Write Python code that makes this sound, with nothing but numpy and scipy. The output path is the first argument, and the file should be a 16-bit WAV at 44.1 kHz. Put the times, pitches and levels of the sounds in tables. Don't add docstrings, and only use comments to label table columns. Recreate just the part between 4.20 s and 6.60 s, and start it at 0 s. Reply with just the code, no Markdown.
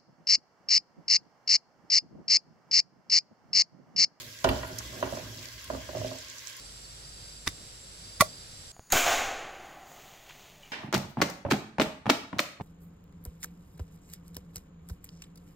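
import sys
import numpy as np
from scipy import signal
from scipy.fft import rfft, irfft
from scipy.io import wavfile
from scipy.ndimage import uniform_filter1d

SR = 44100
rng = np.random.default_rng(int(sys.argv[2]) if len(sys.argv) > 2 else 0)


def log_audio(samples):
    frames = np.atleast_2d(samples).T
    limited = np.clip(frames, -1, 1)
    pcm = np.round(limited * 32767).astype(np.int16)
    wavfile.write(sys.argv[1], SR, pcm)


N = 105840

# (time [s], relative level [dB], treble level [dB], pan [dB])
SIZZLE_TIMELINE = [(0.0, -42, -9.5, -1), (0.03, -49.5, -5, -1.5), (0.2, -50.5, -10.5, -2.0),
                   (0.29, -48.5, -7, -4), (0.33, -47, -10.5, -1.5), (0.53, -50, -9.5, -1.0),
                   (0.57, -49.5, -7, -1), (0.59, -46.5, -14, 0), (0.61, -49, -9.5, 0.5),
                   (0.8, -47.5, -8.5, -1.5), (1.21, -48.5, -10.5, -0.5), (1.245, -46, -8, -0.5),
                   (1.28, -49.5, -10.5, -1.5), (1.73, -49, -11, 0), (1.81, -46, -12.5, -1.5),
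                   (2.05, -48.5, -13, -1.0), (2.29, -48, -9.5, -1.5), (2.35, -49, -12, -1),
                   (2.4, -48.5, -12, -1)]
# (frequency [Hz], relative density [dB])
SIZZLE_SPECTRUM = [(88, -56), (150, -35), (315, -8.5), (414, -11.5), (545, -4), (660, -10.5), (720, -26),
                   (805, -44), (888, -10), (1450, -9), (1560, -7), (2140, -3), (2760, -2), (3700, -3),
                   (5000, -2.5), (5910, -4), (7500, -5), (7900, -9), (8200, -16), (8900, -15.5),
                   (12000, -12.5), (14500, -15.5), (16000, -14.5)]
# (frequency [Hz], width [Hz], boost or cut before POT_LIFT_DB [dB])
POT_COLOUR = [(1073, 76, 4.5), (1617, 176, 4.5), (2028, 114, 0.5), (3283, 77, 1), (5250, 60, -1),
              (5570, 120, -14), (5600, 73, 7)]
# (frequency [Hz], correlation [-1..1])
HISS_LIKENESS = [(60, 0.82), (180, 0.71), (550, 0.6), (1650, 0.2), (4970, 0.025), (15000, 0.028)]
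TREBLE_HZ, TREBLE_REF_DB, TREBLE_PAN_DB = 9300, -11.5, -2.2
POT_LIFT_DB, SIZZLE_GAIN_DB = 5.5, 3.0
HISS_DB, PATCH_DB, FLICKER_DB = 2.5, 2, -0.2
BUBBLE_DB, BUBBLES_PER_S, BUBBLE_SPREAD_DB, BUBBLE_CYCLES = -5.5, 1700, 2.5, 6.2
BUBBLE_PEAK_HZ, CLUMP_DB = 5970, 2.5

# (time [s], relative rattle level [dB], weight [dB], hardness [dB], rumble level [dB], deep rumble level [dB])
JOSTLE_STRETCHES = [
    [(0.0, -56, 11.5, -7, -55, -51.5), (0.064, -54.5, 6, -16, -50, -67), (0.158, -79, 3, 20, -60.5, -85),
     (0.222, -66.5, 11, 15, -62, -58)],
    [(0.246, -18, -4, 1, -33, -36), (0.264, -31.5, 0, -6, -42, -35), (0.31, -29.5, -8, -9, -30.5, -29),
     (0.376, -35, -13.5, -17, -43.5, -40), (0.46, -61, 4, -1, -46.5, -46), (0.504, -42, 6.5, 2, -51, -75),
     (0.532, -44, -12, -23, -43, -46), (0.564, -59, 14, 2, -46.5, -56),
     (0.668, -61, 17.5, -6, -50.5, -48.5), (0.808, -40.5, 4, -7, -48, -64)],
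    [(0.829, -32, -4, -12, -48, -61), (0.853, -46, 10, 6, -42, -42), (0.899, -48.5, 7, 3, -53, -55),
     (0.937, -38.5, -4.5, -26, -39, -46), (0.995, -41, 1.5, -20, -51.5, -67), (1.045, -56, 2, 10, -44, -54),
     (1.259, -56.5, 6.5, 5, -52, -70), (1.311, -71, -4, 2, -61, -64), (1.365, -60, -10, -2, -51, -52),
     (1.409, -75, 12, 10, -65, -63), (1.482, -54.5, -11, -2, -54, -52.5)],
    [(1.503, -43, -17, 0, -57, -50), (1.531, -36, 9, -6, -46, -49), (1.553, -40, -2.5, -3, -41.5, -47),
     (1.641, -70, 2, -4, -53, -52), (1.672, -56, 1, -13, -57, -56)],
    [(1.692, -35, -16, -6, -64, -50), (1.714, -66, -4, -13, -53, -53), (1.766, -31, -3, -5, -44.5, -50),
     (1.808, -56, 10, -18, -37.5, -62), (1.86, -44.5, 7, -18, -42.5, -48), (1.89, -46.5, 9, -3, -46, -61),
     (1.914, -52, -5, -15, -47.5, -63), (2.048, -66, 4, 2, -63, -60), (2.4, -73, -16, 9, -66, -77)],
]
STRETCH_STARTS_S = [0, .2445, .8265, 1.5005, 1.6895]
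# (frequency [Hz], width [Hz], relative level [dB])
LOW_RESONANCES = [(108.5, 35.4, -5.5), (114.1, 18.4, 2), (254, 210, -10.5)]
# (frequency [Hz], width [Hz], relative level [dB])
DEEP_RESONANCES = [(63, 12, 6), (80.3, 22, -11.5)]
RUMBLE_LIKENESS, RUMBLE_PAN_DB, RUMBLE_LUMPS_DB = 0.96, -2, -2
STEADY = 0.7

# (time [s], relative level [dB], hardness [dB], weight [dB])
KNOCKS = [(0.245, -10.5, -11.5, -13.5), (0.2525, -13.5, -17, -10.5), (0.263, -18.5, -23, -19.5),
          (0.272, -18, -11.5, -16), (0.294, -26, -10.5, -0.5), (0.313, -24, -10.5, -13),
          (0.326, -27, -14, -22), (0.432, -36, -3.5, -13), (0.447, -39, -4, -18),
          (0.733, -37.5, -16.5, -11), (0.827, -17.5, -9.5, -14), (0.925, -20, -42, -12),
          (0.934, -23, -18, -17), (0.971, -29, -11, -11.5), (1.501, -19.5, -13, -18.5),
          (1.537, -37, -16, -28), (1.549, -26.5, -18, -6.5), (1.69, -27, -14, -17.5),
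          (1.732, -27, -30, -21), (1.75, -19, -30, -10), (1.769, -19.5, -24, -23), (1.785, -52, -27, -14),
          (1.8148, -24.5, -16.5, -25), (1.833, -29, -29, -14), (1.846, -20.5, -31, -13),
          (1.864, -41, -31, -17), (1.915, -27, -15.5, -17.5), (1.95, -37, -13, -18)]
# (frequency [Hz], level [dB], t60 [s], share of hardness, share of weight,
# pan [dB], left phase lead [rad])
WOOD_MODES = [(264.5, -9, 0.16, 0.27, 0.94, -3.5, 0.56), (370, -5, 0.09, 0.32, 0.71, -0.5, -0.35),
              (449.4, -16.5, 0.28, 0.58, 0.33, -0.5, 0.1), (570.7, -10, 0.039, 0.036, 0.58, -17, -0.79),
              (619.4, -0.5, 0.069, 0.11, 0.055, -7.5, -1.2), (628.6, -12, 0.16, 0.24, 0, 0.5, -1.5),
              (650, -6.5, 0.1, 1.46, 0, -4, 1.1), (890, -10, 0.025, 0.78, 0.33, 24.5, -1.7),
              (1001, 5.5, 0.021, 1.17, 0.19, -0.5, -0.78), (1107, -3, 0.011, 0.72, 1, -17, -1.77),
              (1409, -11.5, 0.061, 2.2, 0.082, -1, -2.1), (1853, -21.5, 0.064, 0.71, 0.57, 19, 2)]
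HARD_REF_DB, HEAVY_REF_DB = -12.5, -14
KNOCK_DB, BOUNCES_PER_S, BOUNCE_DB, BOUNCE_T60_S = -7.5, 360, -11.5, 0.059
RATTLE_DB, RATTLES_PER_S, RATTLE_SPREAD_DB = -25.5, 1200, 1.5
RATTLE_HARD_REF_DB, RATTLE_HEAVY_REF_DB = 10.5, -3

# (time [s], relative level [dB], centre [Hz], width [Hz], puff decay to 1/e [s], pan [dB])
SPITS = [(0.2424, -24, 4570, 6200, 0.0076, -7.5), (0.29, -27.5, 11500, 8160, 0.0027, -7),
         (.244, -37.5, 10900, 5000, 0.0058, -8), (0.604, -35.5, 1270, 1080, 0.0084, 2),
         (0.477, -40, 11200, 5000, 0.0041, -4), (.586, -26, 6300, 3840, 0.0065, -5),
         (0.5843, -31.5, 12700, 6000, 0.0037, -12), (1.228, -35, 5500, 5000, 0.0033, -5),
         (1.256, -29, 5500, 2500, 0.002, 1), (1.287, -35, 5830, 4000, 0.0014, -8),
         (1.4425, -36.5, 9000, 9000, 0.0042, -4), (1.9856, -37.5, 6340, 3870, 0.0044, -12.5),
         (2.085, -38, 6000, 1970, 0.002, -15), (2.099, -34.5, 6600, 2500, 0.005, -3),
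         (2.1829, -34.5, 6300, 3200, 0.005, -6), (2.222, -35, 3020, 3600, 0.0014, 4),
         (2.268, -35, 6000, 2500, 0.0012, 3), (2.2726, -33, 6100, 3500, 0.0012, -16),
         (2.281, -35, 7000, 2000, 0.0016, -13), (2.299, -31, 7500, 10900, 0.00077, -8),
         (2.367, -34, 10800, 6000, 0.0025, 0)]
SPIT_DB, SNAP_DB = -4.5, 0.5

# (time [s], level [dB], centre [Hz], t60 of the scatter [s], pan [dB])
CLINKS = [(0.2446, -24, 3080, 0.035, -2), (0.258, -31, 2570, 0.13, -2), (0.289, -18.5, 2880, 0.041, -4.5),
          (.3, -41, 2460, 0.078, -3), (0.432, -37, 2300, 0.08, -2), (0.8281, -30.5, 2630, 0.13, -2)]
# (frequency [Hz], level [dB], t60 [s])
METAL_MODES = [(1923, 3, 0.02), (2350, -6, 0.027), (2717, -7, 0.03), (2900, -8, 0.034), (3100, -4.5, 0.022),
               (3520, -7.5, 0.023), (4050, -7.5, 0.037), (4550, -4, .04), (5000, -7, .03)]
CLINK_DB_PER_OCTAVE, SCATTER_PER_S, SCATTER_DB, CLINK_RISE_S = -18, 900, -5.5, 0.00085

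# (frequency [Hz], t60 [s])
ROOM_T60 = [(100, 0.43), (600, 0.39), (3000, 0.88), (12000, 0.41)]
WOOD_ROOM_DB, SPIT_ROOM_DB = -6.5, -10.5
EDGE_HZ = 15770


def amp(db):
    return 10 ** (np.asarray(db) / 20)


def evened(x):
    return x / np.sqrt(np.mean(x ** 2) + 1e-20)


def smoothed(x, size):
    return uniform_filter1d(uniform_filter1d(x, size=size), size=size)


def read(points, hz):
    f, value = np.transpose(points)
    return np.interp(np.log(hz + 1), np.log(f + 1), value)


def curve(table, col, t=None):
    rows = np.vstack(table)
    return np.interp(np.arange(N) / SR if t is None else t, rows[:, 0], rows[:, col])


def sides(db):
    return amp(np.array([db / 2, -db / 2]))


def clicks(per_s, spread_db):
    hit = rng.random(N) < per_s / SR
    size = np.minimum(rng.exponential(1, N), 5)
    return hit * rng.choice([-1., 1.], N) * amp(spread_db * size)


def bubbles():
    out = np.zeros((2, N))
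    for hz in np.geomspace(1200, 14000, 24):
        cycles = np.arange(round(BUBBLE_CYCLES * 3 * SR / hz)) * hz / SR
        chirp = np.sin(2 * np.pi * cycles * (1 + 0.058 * cycles))
        grain = chirp * np.exp(-cycles / BUBBLE_CYCLES * 2) * hz / 4000
        train = signal.oaconvolve(clicks(BUBBLES_PER_S / 24, BUBBLE_SPREAD_DB), grain)[:N]
        out += np.array([train, np.roll(train, rng.integers(-30, 30))])
    return evened(out)


def sizzle():
    hz, t, z = signal.stft(bubbles(), SR, nperseg=512, noverlap=384)
    power = (abs(z) ** 2).mean((0, 2))
    z = z / np.sqrt(uniform_filter1d(power, size=9))[:, None]
    clumps = evened(uniform_filter1d(rng.standard_normal(len(t)), size=12))
    loudest = (hz > 900) / (1 + np.log2((hz + 1) / BUBBLE_PEAK_HZ) ** 2)
    single = z * amp(BUBBLE_DB + CLUMP_DB * clumps) * loudest[:, None]

    a, b, c, d, patches = rng.standard_normal((len(t), len(hz), 5)).T
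    patches = uniform_filter1d(uniform_filter1d(patches, size=6, axis=0), size=16, axis=1)
    flicker = evened(uniform_filter1d(rng.standard_normal(len(t)), size=4))
    same = read(HISS_LIKENESS, hz)[:, None]
    left = a + 1j * b
    right = same * left + np.sqrt(1 - same ** 2) * (c + 1j * d)
    hiss = np.array([left, right]) / np.sqrt(2)
    hiss = hiss * amp(HISS_DB + PATCH_DB * evened(patches) + FLICKER_DB * flicker)

    treble_shelf = 1 / (1 + (TREBLE_HZ / (hz[:, None] + 1)) ** 16)
    treble_db = (curve(SIZZLE_TIMELINE, col=2, t=t) - TREBLE_REF_DB) * treble_shelf
    x = signal.istft((hiss + single) * amp(treble_db), SR, nperseg=512, noverlap=384)[1][:, :N]
    f = np.fft.rfftfreq(N, 1 / SR)
    pot_db = sum((POT_LIFT_DB + db) / (1 + (2 * (f - p) / w) ** 2) for p, w, db in POT_COLOUR)
    colour = amp(read(SIZZLE_SPECTRUM, f) + pot_db) * sides(TREBLE_PAN_DB * (f > TREBLE_HZ))
    x = evened(irfft(rfft(x) * colour, N))
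    return x * amp(curve(SIZZLE_TIMELINE, col=1) + SIZZLE_GAIN_DB) * sides(curve(SIZZLE_TIMELINE, col=3))


def jostle(col):
    which = np.searchsorted(STRETCH_STARTS_S, np.arange(N) / SR, "right") - 1
    return np.choose(which, [curve(table, col=col) for table in JOSTLE_STRETCHES])


def rumble(modes, col):
    a, b = rng.standard_normal((2, N))
    right = RUMBLE_LIKENESS * a + np.sqrt(1 - RUMBLE_LIKENESS ** 2) * b
    lumps = evened(smoothed(rng.standard_normal(N), 900))
    noise = np.array([a, right]) * amp(RUMBLE_LUMPS_DB * np.tanh(lumps))
    hz = np.fft.rfftfreq(N, 1 / SR)
    body = sum(amp(db) / (1 + (2 * (hz - f) / w) ** 2) for f, w, db in modes)
    body = body * np.minimum(hz / 45, 1) ** 6
    x = evened(irfft(rfft(noise) * body, N))
    swell = smoothed((x ** 2).mean(0), 1400)
    x = evened(x / (swell + .05) ** (STEADY / 2))
    return x * amp(uniform_filter1d(jostle(col), size=400)) * sides(RUMBLE_PAN_DB)[:, None]


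def wood():
    t, u = np.arange(8000) / SR, np.arange(4000) / SR
    rattle = evened(clicks(RATTLES_PER_S, RATTLE_SPREAD_DB)) * amp(jostle(col=1) + RATTLE_DB)
    rattle_heavy_db = jostle(col=2) - RATTLE_HEAVY_REF_DB
    rattle_hard_db = np.minimum(jostle(col=3) - RATTLE_HARD_REF_DB, 0)
    size = (len(KNOCKS), 4000)
    shapes = rng.standard_normal(size) * (rng.random(size) < BOUNCES_PER_S / SR)
    shapes = shapes * amp(BOUNCE_DB - 60 * u / BOUNCE_T60_S)
    shapes[:, 0] = 1
    out = np.zeros((2, N))
    for hz, db, t60, hard, heavy, pan_db, lead in WOOD_MODES:
        drive = rattle * amp(hard * rattle_hard_db + heavy * rattle_heavy_db)
        for (s, level_db, hard_db, heavy_db), shape in zip(KNOCKS, shapes):
            at = round(s * SR)
            tone_db = hard * (hard_db - HARD_REF_DB) + heavy * (heavy_db - HEAVY_REF_DB)
            drive[at:at + len(shape)] += shape * amp(level_db + KNOCK_DB + tone_db)
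        turn = 2 * np.pi * hz * t + np.array([[lead / 2], [-lead / 2]])
        rise = np.minimum(t * hz * 1.18, 1)
        ring = sides(pan_db)[:, None] * amp(db - 60 * t / t60) * np.sin(turn) * rise
        out += signal.oaconvolve(drive[None], ring, axes=1)[:, :N]
    return out


def spits():
    out, t = np.zeros((2, N + 2048)), np.arange(2048) / SR
    noise, hz = rng.standard_normal((len(SPITS), 2, 2048)), np.fft.rfftfreq(2048, 1 / SR)
    quadrature = np.array([[0], [np.pi / 2]])
    for (s, db, centre_hz, width_hz, decay_s, pan_db), n in zip(SPITS, noise):
        band = evened(irfft(rfft(n) / (1 + (2 * (hz - centre_hz) / width_hz) ** 4), 2048))
        u = np.pi * width_hz * t
        snap = u ** 2 * np.exp(2 - 2 * u) * np.cos(2 * np.pi * centre_hz * t + quadrature)
        spit = band * np.exp(-t / decay_s) + amp(SNAP_DB) * snap
        out[:, round(s * SR):][:, :2048] += spit * amp(db + SPIT_DB) * sides(pan_db)[:, None]
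    return out[:, :N]


def clatter():
    out, t = np.zeros((2, N + 8000)), np.arange(4000) / SR
    size = (len(CLINKS), len(METAL_MODES))
    luck = rng.standard_normal((*size, 2, 4000))
    sparse = rng.random((*size, 1, 4000)) < SCATTER_PER_S / SR
    rise = np.minimum(t / CLINK_RISE_S, 1)
    quadrature = np.array([[0], [np.pi / 2]])
    for (s, db, centre_hz, scatter_t60, pan_db), taps in zip(CLINKS, luck * sparse):
        taps = taps * amp(SCATTER_DB - 60 * t / scatter_t60)
        taps[..., 0] = 1
        for (hz, mode_db, t60), tap in zip(METAL_MODES, taps):
            turn = 2 * np.pi * hz * t + 2 * np.pi * rng.random() + quadrature
            level_db = db + mode_db + CLINK_DB_PER_OCTAVE * abs(np.log2(hz / centre_hz))
            ring = amp(level_db - 60 * t / t60) * np.sin(turn) * rise
            clink = signal.fftconvolve(tap, ring, axes=1)
            out[:, round(s * SR):][:, :7999] += clink * sides(pan_db)[:, None]
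    return out[:, :N]


def room(x):
    taps = np.zeros((2, SR // 2))
    at = np.arange(200, SR // 2 - 20, 20)
    size = (2, len(at))
    np.put_along_axis(taps, at + rng.integers(0, 20, size), rng.choice([-1., 1.], size), 1)
    hz, t, z = signal.stft(taps, SR, nperseg=256)
    decay = amp(-60 * t / read(ROOM_T60, hz)[:, None])
    tail = signal.istft(z * decay, SR, nperseg=256)[1]
    return signal.fftconvolve(x, tail / np.linalg.norm(tail[0]), axes=1)[:, :N]


def scene():
    knocked = wood()
    sharp = spits() + clatter()
    low = rumble(LOW_RESONANCES, col=4) + rumble(DEEP_RESONANCES, col=5)
    echo = room(amp(WOOD_ROOM_DB) * knocked + amp(SPIT_ROOM_DB) * sharp)
    return knocked + sharp + echo + low + sizzle()


def record(dry):
    lowpass = signal.firwin(1023, EDGE_HZ, window=("kaiser", 10), fs=SR)
    return signal.oaconvolve(dry, lowpass[None], "same")


dry = scene()
out = record(dry)
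log_audio(out)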